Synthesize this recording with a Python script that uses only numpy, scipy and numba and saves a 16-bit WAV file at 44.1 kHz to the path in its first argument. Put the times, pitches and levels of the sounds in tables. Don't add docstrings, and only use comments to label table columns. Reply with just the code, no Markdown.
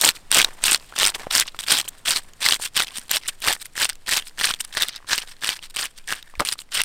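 import sys
import numpy as np
from scipy import signal
from scipy.fft import rfft, irfft
from scipy.io import wavfile
from scipy.ndimage import uniform_filter1d
from numba import njit

SR = 44100
rng = np.random.default_rng(int(sys.argv[2]) if len(sys.argv) > 2 else 0)


def undo_db(level):
    steps = np.asarray(level, float) / 20
    return 10 ** steps


def to_wav(sig):
    pcm = np.clip(np.atleast_2d(sig), -1, 1) * 32767
    pcm = np.round(pcm).astype(np.int16)
    wavfile.write(sys.argv[1], SR, pcm.T)


N = 301644
TIME = np.arange(N) / SR


def level(x, db):
    return x * undo_db(db) / np.sqrt(np.mean(x ** 2))


def noise():
    return rng.standard_normal(N)


def curve(table, s):
    return np.interp(s, *np.transpose(table))


def samples(s):
    return (np.asarray(s) * SR).astype(np.int64)


def colour(x, points):
    hz, db = np.transpose(points)
    grid = np.maximum(np.arange(2049) * SR / 4096, 1)
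    log_gain = np.interp(np.log(grid), np.log(hz), db) * np.log(10) / 20
    cep = irfft(log_gain)
    cep[1:2048] *= 2
    cep[2049:] = 0
    return signal.fftconvolve(x, irfft(np.exp(rfft(cep))))[:N]


def band(x, hz, width_hz):
    return signal.lfilter(*signal.iirpeak(hz, hz / width_hz, SR), x)


@njit
def rings(at, hz, cycles, size, n):
    out = np.zeros(n)
    for k in range(len(at)):
        p = np.exp((2j * np.pi - np.log(1000) / cycles[k]) * hz[k] / SR)
        z = size[k] + 0j
        for i in range(at[k], min(n, at[k] + int(cycles[k] * SR / hz[k]))):
            out[i] += z.imag
            z *= p
    return out


def impulses(at, size):
    return np.bincount(at, size, N)[:N]


def bursts(at, size, tail_s):
    return signal.lfilter([1], [1, -np.exp(-1 / (tail_s * SR))], impulses(at, size))


def walk(rate):
    k = int(SR / rate)
    return 1.2 * uniform_filter1d(rng.standard_normal(N // 100)[np.arange(N) // k], k)


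def dullness(hz):
    return 5.5 * np.log2(hz / 3000)


# frequency in Hz, level in dB.
AIR_SHAPE = [(40, 10.5), (150, 5.5), (400, 0), (3500, -8.5), (8600, -12.5), (15500, -25)]
# time in seconds, level in dB.
WIND_GUSTS = [(0.0, -54), (0.13, -58), (0.36, -49.5), (1.6, -55.5), (4.53, -56.5), (4.67, -59.5),
              (4.8, -48.5), (4.89, -61), (5.28, -54.5), (6.32, -54.5), (6.38, -52), (6.65, -63), (6.8, -54),
              (6.84, -54)]


def air():
    sway = band(band(noise(), 10.53, 1.73), 14.3, 18)
    wind = sway * undo_db(curve(WIND_GUSTS, TIME))
    fade_db = -0.9 * TIME
    hiss = colour(noise(), AIR_SHAPE) * undo_db(fade_db)
    return level(hiss, -56) + level(wind, -44.5)


# time in seconds, peak in dB, ring in Hz.
BLOCK_TAPS = [(1.269, -19, 660), (6.3984, -10, 1370), (6.4042, -10.5, 1300), (6.4083, -17, 1600),
              (6.413, -19.5, 560), (6.4165, -23.5, 480), (6.4203, -15, 1150), (6.425, -28, 750),
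              (6.377, -34.5, 53), (2.598, -26, 900), (5.8, -36, 740), (2.985, -38.5, 260)]


def taps():
    s, db, hz = np.transpose(BLOCK_TAPS)
    at = samples(s)
    weight = undo_db(db - 20) * np.minimum(hz / 500, 1)
    thud = bursts(at, weight, 0.0085) * level(band(noise(), 600, 900), 0)
    return rings(at, hz, 5.6 + 0 * hz, undo_db(db + 5.5), N) + thud


# time in seconds, peak in dB.
SLIME_THREADS = [(3.1132, -8.5), (3.1606, -15), (3.4033, -30), (3.474, -18), (3.6631, -27.5),
                 (3.818, -20.5), (3.891, -23.5), (4.1425, -19), (4.1699, -13), (4.1774, -14), (4.5104, -24),
                 (4.8218, -8), (4.8838, -20)]


def spits():
    s, db = np.transpose(SLIME_THREADS)
    return bursts(samples(s), undo_db(db + 2), 0.0004) * level(band(noise(), 13000, 5500), 0)


# time in
# seconds, peak in dB, ring in Hz.
LOOSE_TICKS = [(0.9243, -15.5, 1370), (0.9385, -20, 1630), (1.2174, -14.5, 1760), (1.4785, -12.5, 3000),
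               (1.5462, -15, 1360), (1.6377, -12, 3720), (1.8785, -10, 3120), (2.184, -14, 4500),
               (2.335, -25.5, 6800), (2.8455, -9.5, 4140), (2.87, -12, 3320), (2.9072, -18, 3470),
               (3.5645, -14.5, 1830), (4.2235, -14, 3200), (4.283, -19.5, 5050), (4.885, -6, 3700),
               (4.962, -11, 3700), (5.0454, -24, 1070), (5.219, -13, 3180), (5.2754, -22, 3930),
               (5.3189, -18.5, 5400), (5.5911, -16.5, 2800), (5.9857, -18, 4500), (6.227, -18, 3820),
               (6.3536, -19.5, 2430), (6.395, -6, 4200), (6.5899, -10, 4140),
               (0.17, -16, 2450), (0.7758, -20.5, 5580), (0.7983, -23, 4610), (1.4602, -22, 1160),
               (1.5198, -29, 3960), (1.6193, -20, 8700), (1.8439, -20, 3190), (1.8515, -22.5, 1010),
               (2.736, -34, 8510), (2.881, -13, 3230), (3.0813, -26, 9560), (3.095, -13, 3320),
               (3.2137, -24, 3170), (3.419, -15, 3270), (3.5996, -24, 3900), (3.6646, -25.5, 11580),
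               (3.7554, -16.5, 1890), (3.9236, -24, 1600), (3.9308, -21.5, 5170), (3.9544, -25, 7170),
               (4.209, -22, 2950), (4.295, -25, 4970), (4.536, -17, 3770), (4.5465, -14, 3210),
               (4.5592, -31, 3340), (4.5897, -26, 4610), (4.8916, -13, 2800), (4.9343, -19, 3170),
               (4.9604, -14, 4720), (4.9668, -15, 5100), (5.0031, -30, 1210), (5.0259, -30, 1140),
               (5.069, -29, 6550), (5.0776, -19, 4110), (5.2231, -20, 3210), (5.2358, -24, 1250),
               (5.3666, -27, 4220), (5.4172, -19, 3620), (5.6265, -18.5, 3250), (5.6996, -28, 5040),
               (5.749, -18, 3980), (6.0418, -33, 3300), (6.0755, -14.5, 8310), (6.164, -19.5, 3850),
               (6.1886, -22, 2950), (6.3392, -23, 1090), (6.5555, -26, 1210), (6.6182, -18, 2890),
               (6.6903, -30, 2020), (6.7196, -16.5, 7340)]


def plinks():
    s, db, hz = np.transpose(LOOSE_TICKS)
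    at, chance = samples(s), rng.standard_normal((len(s), 3)).T
    side = np.sign(chance[0])
    click = rings(at, hz * 1.27, 3.7 + 0 * hz, side * undo_db(db - 14), N)
    ring = rings(at, hz, 1.5 + hz * 0.011, side * undo_db(db - 12.5), N)
    ring += rings(at + 25, hz * (1 + 0.07 * chance[1]), 3 + hz * 0.0065, undo_db(db - 16), N)
    dull_db = dullness(hz)
    grit = bursts(at, undo_db(db - 22.5 + dull_db), 0.002) * level(colour(noise(), RASP_SHAPE), 0)
    spit_db = db - 21.5 + dull_db + np.minimum(dull_db, 0) + 4.3 * chance[2]
    spit = bursts(at, undo_db(spit_db), 0.00094) * level(colour(noise(), FIZZ_SHAPE), 0)
    return click + ring + grit + spit


# time in seconds, rasp in dB, dull rustle in dB re rasp.
HAND_SHIFTS = [(0.2, -65, 6), (0.55, -61.5, 13), (0.85, -58.5, 2.5), (1.25, -62, 16), (1.55, -62, 1),
               (2.0, -64.5, 10), (2.36, -70, 8), (2.72, -65, 4), (3.05, -58.5, 8), (3.36, -64, -2),
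               (3.72, -64, -2), (4.33, -69, 2), (4.7, -60.5, 6), (5.03, -65, 13.5), (5.38, -66, 6),
               (5.7, -70.5, -4), (6.28, -65, 10.5), (6.67, -75, -7)]


def shifting(trail_gain):
    s, rasp_db, rustle_db = np.transpose(HAND_SHIFTS)
    loose = (undo_db(np.interp(TIME, s, rasp_db)) + trail_gain) * undo_db(5 * walk(40))
    return loose * undo_db(np.array([0 * TIME, np.interp(TIME, s, rustle_db), 0 * TIME]))


def swell(start, length, rise, first_db, last_db):
    t = TIME - start
    top = length * np.clip(rise, 0.05, 0.95)
    land_db_s, lift_db_s = 9000, 1507
    edges = land_db_s * np.minimum(t, 0) - lift_db_s * np.maximum(t - length, 0)
    away = np.interp(t, [0, top, length], [1, 0, 1]) ** 1.83
    return away * np.where(t < top, first_db, last_db) + edges


# start in seconds, length in seconds, rasp in dB,
# wet fizz in dB re rasp.
RETURN_SLIDES = [(0.147, 0.022, -32, -5), (0.446, 0.032, -42.5, -4), (1.14, 0.02, -24, -9.5),
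                 (1.198, 0.033, -51, -32), (1.451, 0.045, -33.5, -13), (1.588, 0.024, -26, -2),
                 (1.609, 0.045, -37.5, -0.5), (1.848, 0.012, -39, -4), (1.881, 0.012, -37, 14),
                 (2.59, 0.095, -28.5, -1.5), (2.866, 0.03, -35.5, -7.5), (2.933, 0.076, -30.5, -3.5),
                 (3.211, 0.082, -40, -10.5), (3.276, 0.028, -26, -1.5), (3.6, 0.032, -36, 3.5),
                 (3.643, 0.022, -37, -1), (3.884, 0.031, -28, -8), (4.244, 0.055, -43.5, -0.5),
                 (4.595, 0.022, -24.5, -3), (4.639, 0.019, -40.5, -8), (4.858, 0.043, -26.5, -13),
                 (4.902, 0.075, -38, -27), (5.21, 0.021, -46, -17), (5.272, 0.073, -46, -5.5),
                 (5.615, 0.056, -39.5, -4.5), (5.694, 0.021, -49, 2.5), (5.889, 0.032, -53, -2),
                 (5.951, 0.049, -46, -7), (6.149, 0.079, -48.5, -9), (6.4, 0.01, -26, -1),
                 (6.58, 0.047, -39.5, 5)]


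def slides():
    gains = 0
    for start, length, db, fizz_db in RETURN_SLIDES:
        slide = undo_db(db + swell(start, length, 0.61, -21.5, -21.5))
        gains = gains + np.outer(undo_db(np.array([0, -23, fizz_db])), slide)
    return gains


# start in seconds, length in seconds, rasp at full pressure in dB,
# share of the length before full pressure (0-1), hum of the tool in dB re rasp.
SCRAPES = [(0.0, 0.1, -13.5, 0.54, -5.5), (0.306, 0.13, -15.5, 0.38, -4.5),
           (0.619, 0.14, -15.5, 0.32, -10.5), (0.955, 0.14, -17.5, 0.43, -6),
           (1.304, 0.12, -15, 0.49, -5.5), (1.665, 0.14, -16, 0.35, -7), (2.052, 0.14, -19.5, 0.07, -9),
           (2.406, 0.15, -18, 0.38, -4.5), (2.745, 0.092, -19.5, 0.48, -14.5),
           (3.094, 0.087, -20.5, 0.71, -6.5), (3.42, .13, -19.5, 0.53, -1), (3.753, 0.11, -19, 0.73, -6.5),
           (4.063, 0.13, -17, 0.54, -7.5), (4.375, 0.15, -20.5, 0.45, -5), (4.726, 0.12, -20.5, 0.82, -2),
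           (5.072, .13, -22.5, 0.33, -5), (5.409, 0.16, -25, 0.2, -6.5), (5.742, .13, -26, 0.51, 0),
           (6.072, 0.088, -31, 0.2, 4), (6.4487, 0.093, -28.5, 0.1, -27), (6.709, 0.11, -20, 0.72, -11.5)]
# time in seconds, extra fizz in dB.
WETNESS = [(0, 2), (0.7, -1), (1.7, 1), (2.4, -0.5), (3.2, 0.5), (3.8, 1), (4.4, -3), (5.1, -3), (5.8, -1),
           (6.5, 6), (6.8, -5.5)]


def strokes():
    gains, trails = 0, 0
    bed_db = -3.5
    for start, length, db, rise, hum_db in SCRAPES:
        fizz_db = -4 + curve(WETNESS, start)
        press = undo_db(db + bed_db + swell(start, length, rise, -19, -8.5))
        gains = gains + np.outer(undo_db(np.array([0, hum_db, fizz_db])), press)
        after = TIME - start - length
        trails = trails + (after > 0) * undo_db(db - 42 - 132 * np.abs(after))
    return gains, trails


# time in seconds, change in dB.
LEVEL_CHANGES = [(0.435, -7), (0.535, -7), (0.624, -5), (0.661, -6), (0.711, 6.5), (0.815, 8), (0.906, 8),
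                 (1.176, -12.5), (1.259, 6), (1.697, -5.5), (2.068, -7.5), (2.092, 7), (2.114, -6),
                 (2.167, 6.5), (2.47, -5), (2.408, 6), (2.62, 5.5), (3.42, 6), (5.746, 7), (5.815, 5),
                 (3.104, 6), (3.545, -7.5), (3.761, 6.5), (4.525, -9), (4.738, -5), (4.792, -9), (5.128, -4),
                 (4.876, -9), (5.756, -9), (6.546, -8.5), (6.714, -10)]


def contact():
    gains, trails = strokes()
    gains = gains + slides() + shifting(trails)
    change_db = sum(db * np.exp(-((TIME - s) / 0.0058) ** 2) for s, db in LEVEL_CHANGES)
    return uniform_filter1d(gains * undo_db(change_db), size=60)


def crackle(per_s, spread_db, tail_s, cycles, low_hz, octaves):
    most = int(N / SR * 3000)
    chance = rng.random((most, 4))[:int(N / SR * per_s)].T
    at = (chance[0] * N).astype(np.int64)
    size = undo_db(-spread_db * np.log(1 - 0.97 * chance[1]) + 2.8 * walk(130)[at])
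    grit = level(bursts(at, size, tail_s) * noise(), 0)
    climb = octaves * (0.5 + 0.334 * walk(45)[at] + 0.14 * chance[2])
    hz = np.clip(low_hz * 2 ** climb, 100, 15000)
    ring = rings(at, hz, cycles * (1.6 + chance[3]), size * np.sign(chance[3] - 0.5), N)
    return grit, level(ring, 0)


# frequency in Hz, level in dB.
RASP_SHAPE = [(470, -41.5), (800, -11), (1580, -3.5), (2100, -4.5), (3270, -0.5), (6300, -3), (8190, -43),
              (13900, -120)]
# frequency in Hz, level in dB.
FIZZ_SHAPE = [(3530, -37), (6000, -0.5), (8330, 3.5), (11300, -10), (13500, -4), (15200, -14.5),
              (16200, -17)]
# resonance in Hz, width in Hz, level in dB, change in dB per s as the grip shifts.
TOOL_MODES = [
    (1700, 290, -7, 2.3),
    (830, 800, 2, -1.87),
    (380, 140, -3, -6),
    (130, 140, -20, 0.5),
]


def rasp(rasp_gain, hum_gain, fizz_gain):
    grit, ring = crackle(750, 2.4, 0.0012, 20, 2200, 1.3)
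    spit, ping = crackle(900, 6.1, 0.0021, 37, 8496, 0.14)
    rub, knock = crackle(400, 0.63, 0.0017, 14.0, 842, 0.97)
    body = level(colour(grit, RASP_SHAPE), 0.095) + level(ring, -4.5)
    slick = undo_db(np.interp(TIME, (1.8, 2.2), [-5, 0]))
    fizz = level(colour(0.56 * grit + 0.7 * spit, FIZZ_SHAPE), 0.17) + level(ping, -4) * slick
    drive = 0.13 * grit + 3.9 * rub
    hollow = sum(undo_db(db + drift * TIME) * band(drive, hz, width) for hz, width, db, drift in TOOL_MODES)
    hum = level(hollow, -4) + level(knock, -13)
    return rasp_gain * body + hum_gain * hum + fizz_gain * fizz


def small_scales(press_db):
    per_s = 40
    count = int(per_s * N / SR)
    s, chance = (np.arange(count) + rng.random(count)) / per_s, rng.standard_normal((count, 3)).T
    db = press_db[samples(s)] + 2 + 2.5 * chance[0]
    return np.transpose([s, db, 3300 * 2 ** (0.4 * chance[1]), -3 + 5 * chance[2]])


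def slime_pops():
    count = int(45 * N / SR)
    s, chance = rng.random(count) * N / SR, rng.standard_normal((count, 2)).T
    db = np.interp(s, *np.transpose(HAND_SHIFTS)[:2]) + 3 - 1.5 * chance[0]
    hz = np.clip(6370 * 2 ** (0.4 * chance[1]), 900, 14000)
    return np.transpose([s, db, hz, 2 + 0 * s])


def touches(press_db):
    return [(row[0] + 0.00084, press_db[int(row[0] * SR) + 100] + 10, 3300, -1) for row in SCRAPES]


# time in seconds, peak in dB.
TOOTH_PINGS = [(0.106, -6), (0.3156, 8.5), (0.3588, -7), (0.639, 6.5), (0.7195, 7.5), (0.731, 6.5),
               (1.063, 5.5), (1.0724, 5), (0.059, 2), (0.759, -6), (1.089, -6), (1.409, 2.5), (1.7221, 7.5),
               (1.8882, -22), (2.173, -4), (2.487, -3), (2.4552, 2.5), (2.973, -8), (3.1138, 4.5),
               (3.2837, -0.5), (3.527, 1.5), (3.6172, -15), (3.892, -3.5), (3.8974, 0.5), (4.606, -9),
               (4.649, -11), (5.4721, -2), (5.7624, -4), (6.4507, -4), (6.527, 0), (2.52, -1), (2.766, 1),
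               (3.534, -3.5), (4.406, -12), (6.836, -4.5)]


def pings():
    return [(s, db, 8680 * (1 + 0.081 * rng.standard_normal()), -8.5) for s, db in TOOTH_PINGS]


# time in seconds, peak in dB, ring in Hz, brightness in dB re peak.
BIG_SNAPS = [(0.013, 2.5, 3700, 1), (0.0891, -8.5, 3760, 12.5), (0.3461, -5.5, 3640, 10.5),
             (0.3844, 5.5, 3300, -1), (0.3893, 1, 2180, 0), (0.3998, 8, 2460, -16), (0.4164, 4, 3420, -4),
             (0.4461, 9, 3820, -11.5), (0.7462, 9, 4300, -8), (0.988, -1, 3600, -1), (1.0429, 4, 3460, -19),
             (1.0522, 8, 4970, -10), (1.3809, 6, 5600, -27), (1.3986, 7, 5100, -1.5),
             (1.5902, -5.5, 3450, -9.5), (1.7844, -9.5, 3330, 8.5), (2.1608, 2, 4200, -13),
             (2.5232, 9.5, 3120, -10), (2.7689, 1.5, 3380, -4), (2.8218, 0.5, 3780, -25),
             (3.4836, 2, 3660, -33), (4.1425, -11, 3400, -30), (4.539, -3, 3450, -17),
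             (5.1792, 2, 4630, -11), (5.7681, -1.5, 3000, -8.5), (6.4881, 1.5, 4020, -14),
             (6.8048, -2, 2970, -15), (6.8167, 1, 2750, -2)]
# time in seconds,
# peak in dB, ring in Hz.
TOOL_JOLTS = [(0.3725, -3, 1520), (0.961, -11, 1490), (1.0124, -3.5, 1830), (1.4222, -3.5, 2020),
              (1.6844, -19, 2280), (2.073, -12, 2540), (2.4621, -2, 2050), (2.5356, 0, 4030),
              (2.8028, 1, 1460), (3.475, 0.5, 1280), (3.7781, -4, 1790), (4.0914, 0.5, 1860),
              (4.3834, -11.5, 1790), (4.4115, -1, 1820), (4.507, -7.5, 1440), (4.7708, -0.5, 1810),
              (4.8222, 3, 3520), (5.0973, -10.5, 1750), (5.117, -3, 1680), (5.126, -5, 1730),
              (5.4363, -7, 1730), (5.491, 4, 3100), (6.106, -7.5, 1800), (6.1174, -5, 1830),
              (6.1248, -0.5, 1580), (6.3988, -3, 2200)]
# time in seconds, peak in dB, ring in Hz.
EARLY_CATCHES = [(0.0204, 0, 5700), (0.0403, 4.5, 4300), (0.0765, 2.5, 3530), (0.0836, 0, 2950),
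                 (0.112, -13, 2710), (0.118, -18, 5300), (0.3263, 3, 3300), (0.3521, 3, 3270),
                 (0.3728, 4, 1410), (0.3902, 0, 2150), (0.407, 0, 1590), (0.427, 0, 3340),
                 (0.443, -10, 8330), (0.6825, 1, 2820), (0.702, -5, 3080), (0.963, -12, 1530),
                 (0.9993, 0, 3640), (1.0314, 5.5, 3010), (1.081, 2, 8530), (1.1014, -5.5, 8500),
                 (1.3254, -4, 8700), (1.3514, 7.5, 4850), (1.3673, 1, 3320), (1.608, -11, 3770),
                 (1.6313, -16, 2930), (1.684, 0.5, 4740), (1.7181, 4, 3210), (1.7389, -2.5, 3450),
                 (1.7486, -4, 3640), (1.753, 0, 3900), (1.7706, -0.5, 3270), (1.788, 1, 3320),
                 (1.7987, -1.5, 8300), (1.813, -5.5, 4160), (2.0776, -1, 2860), (2.1077, 3, 4520),
                 (2.119, -1, 4930), (2.1253, -6, 1610), (2.418, -9.5, 2450), (2.4217, -6.5, 3980),
                 (2.4631, 5, 2090), (2.4871, 5, 4020), (2.543, 0, 4050), (2.562, -10.5, 2200),
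                 (2.5688, -18, 8290), (2.63, -13, 4550), (2.6527, -6, 4240), (2.6558, -11, 2610),
                 (2.6745, -16.5, 3360), (2.757, -8, 3700), (2.776, 2, 3080), (2.7977, 3, 3770),
                 (2.813, -6, 3270), (2.8357, -7.5, 3530), (2.9833, -8, 9300)]
# time in seconds, peak in dB, ring in Hz.
LATE_CATCHES = [(3.1102, -4, 3860), (3.121, -7, 2820), (3.1562, -6.5, 2930), (3.1596, -2, 3100),
                (3.1722, -3.5, 3900), (3.424, -14, 2480), (3.441, -5.5, 3360), (3.448, -3, 3660),
                (3.4692, -4, 2630), (3.484, 6.5, 3770), (3.8028, -6.5, 2990), (3.818, 2, 8000),
                (3.8275, 2.5, 4130), (3.835, -6, 3550), (3.846, 2, 8960), (3.8538, -0.5, 2710),
                (4.0788, -9.5, 1820), (4.0847, -7, 1660), (4.1116, -1.5, 4460), (4.118, -0.5, 3830),
                (4.136, 0, 3130), (4.171, 5, 6460), (4.178, 0.5, 2540), (4.198, -8, 3100),
                (4.3916, -7, 3000), (4.3998, -3.5, 3340), (4.4165, -4, 1850), (4.4324, -10, 2780),
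                (4.4717, -1.5, 2470), (4.5009, -6.5, 2480), (4.5062, -5, 1510), (4.5116, -2, 3100),
                (4.7507, -12, 1770), (4.7764, -6, 1740), (4.8287, -0.5, 3720), (4.8332, 3, 3600),
                (5.088, -15, 1740), (5.1316, 2.5, 1700), (5.152, -8, 3120), (5.185, -2.5, 2840),
                (5.4244, -13, 1790), (5.4453, -1, 2910), (5.501, -3, 4550), (5.507, -6, 4700),
                (5.513, -16, 2950), (5.5278, -13, 3170), (5.5304, -9, 3470), (5.799, -7, 4690),
                (5.8287, -5, 4760), (5.848, -9.5, 2950), (5.8573, -11.5, 2460), (5.8634, -13, 2760),
                (6.088, -10, 6030), (6.1334, -7, 2750), (6.4051, 0.5, 1260), (6.472, -6, 2820),
                (6.523, -1, 5000), (6.536, -7.5, 8100), (6.7552, -4, 2880), (6.8048, -0.5, 2700)]


def releases(press):
    press_db = 20 * np.log10(press)
    jolts = [(*jolt, -9.5) for jolt in TOOL_JOLTS]
    early = [(s, db - 0.5, hz, -7) for s, db, hz in EARLY_CATCHES]
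    late = [(s, db - 0.5, hz, -9.5) for s, db, hz in LATE_CATCHES]
    listed = [*BIG_SNAPS, *pings(), *jolts, *early, *late]
    return np.vstack([listed, touches(press_db), small_scales(press_db), slime_pops()])


def snaps(press):
    s, db, hz, bright_db = releases(press).T
    at, side = samples(s), np.sign(rng.standard_normal(len(s)))
    ring = rings(at, hz, 6 + hz * 0.0071, side * undo_db(db - 9.5), N)
    dull_db = np.minimum(dullness(hz), 0)
    kick = impulses(at, side * undo_db(db + 0.5 * dull_db))
    bright_kick = impulses(at, side * undo_db(db - 4 + dull_db))
    click = undo_db(-0.5) * colour(kick, RASP_SHAPE) + colour(bright_kick, FIZZ_SHAPE)
    click += undo_db(-17) * band(kick, 900, 479)
    crack = level(colour(noise(), RASP_SHAPE), 0)
    fizz = level(colour(noise(), FIZZ_SHAPE), 0)
    spray = uniform_filter1d(bursts(at, undo_db(db - 17), 0.00069), size=60)
    spray += bursts(at, undo_db(db - 27), 0.004)
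    return ring + click + spray * crack + bursts(at, undo_db(db + bright_db - 7.5), 0.00079) * fizz


def scene():
    gains = contact()
    return (rasp(*gains) + snaps(gains[0]) + plinks() + taps() + air() + spits())[None]


def top_cut(x):
    return signal.sosfilt(signal.butter(12, 15850, fs=SR, output="sos"), x)


def record(dry):
    top_hz = 15900
    cut = signal.sosfilt(signal.ellip(8, 0.2, 50, top_hz, fs=SR, output="sos"), dry)
    cut = cut - 0.26 * band(cut, 6320, 1340)
    return top_cut(np.clip(cut, -1, 1))


dry = scene()
out = record(dry)
to_wav(out)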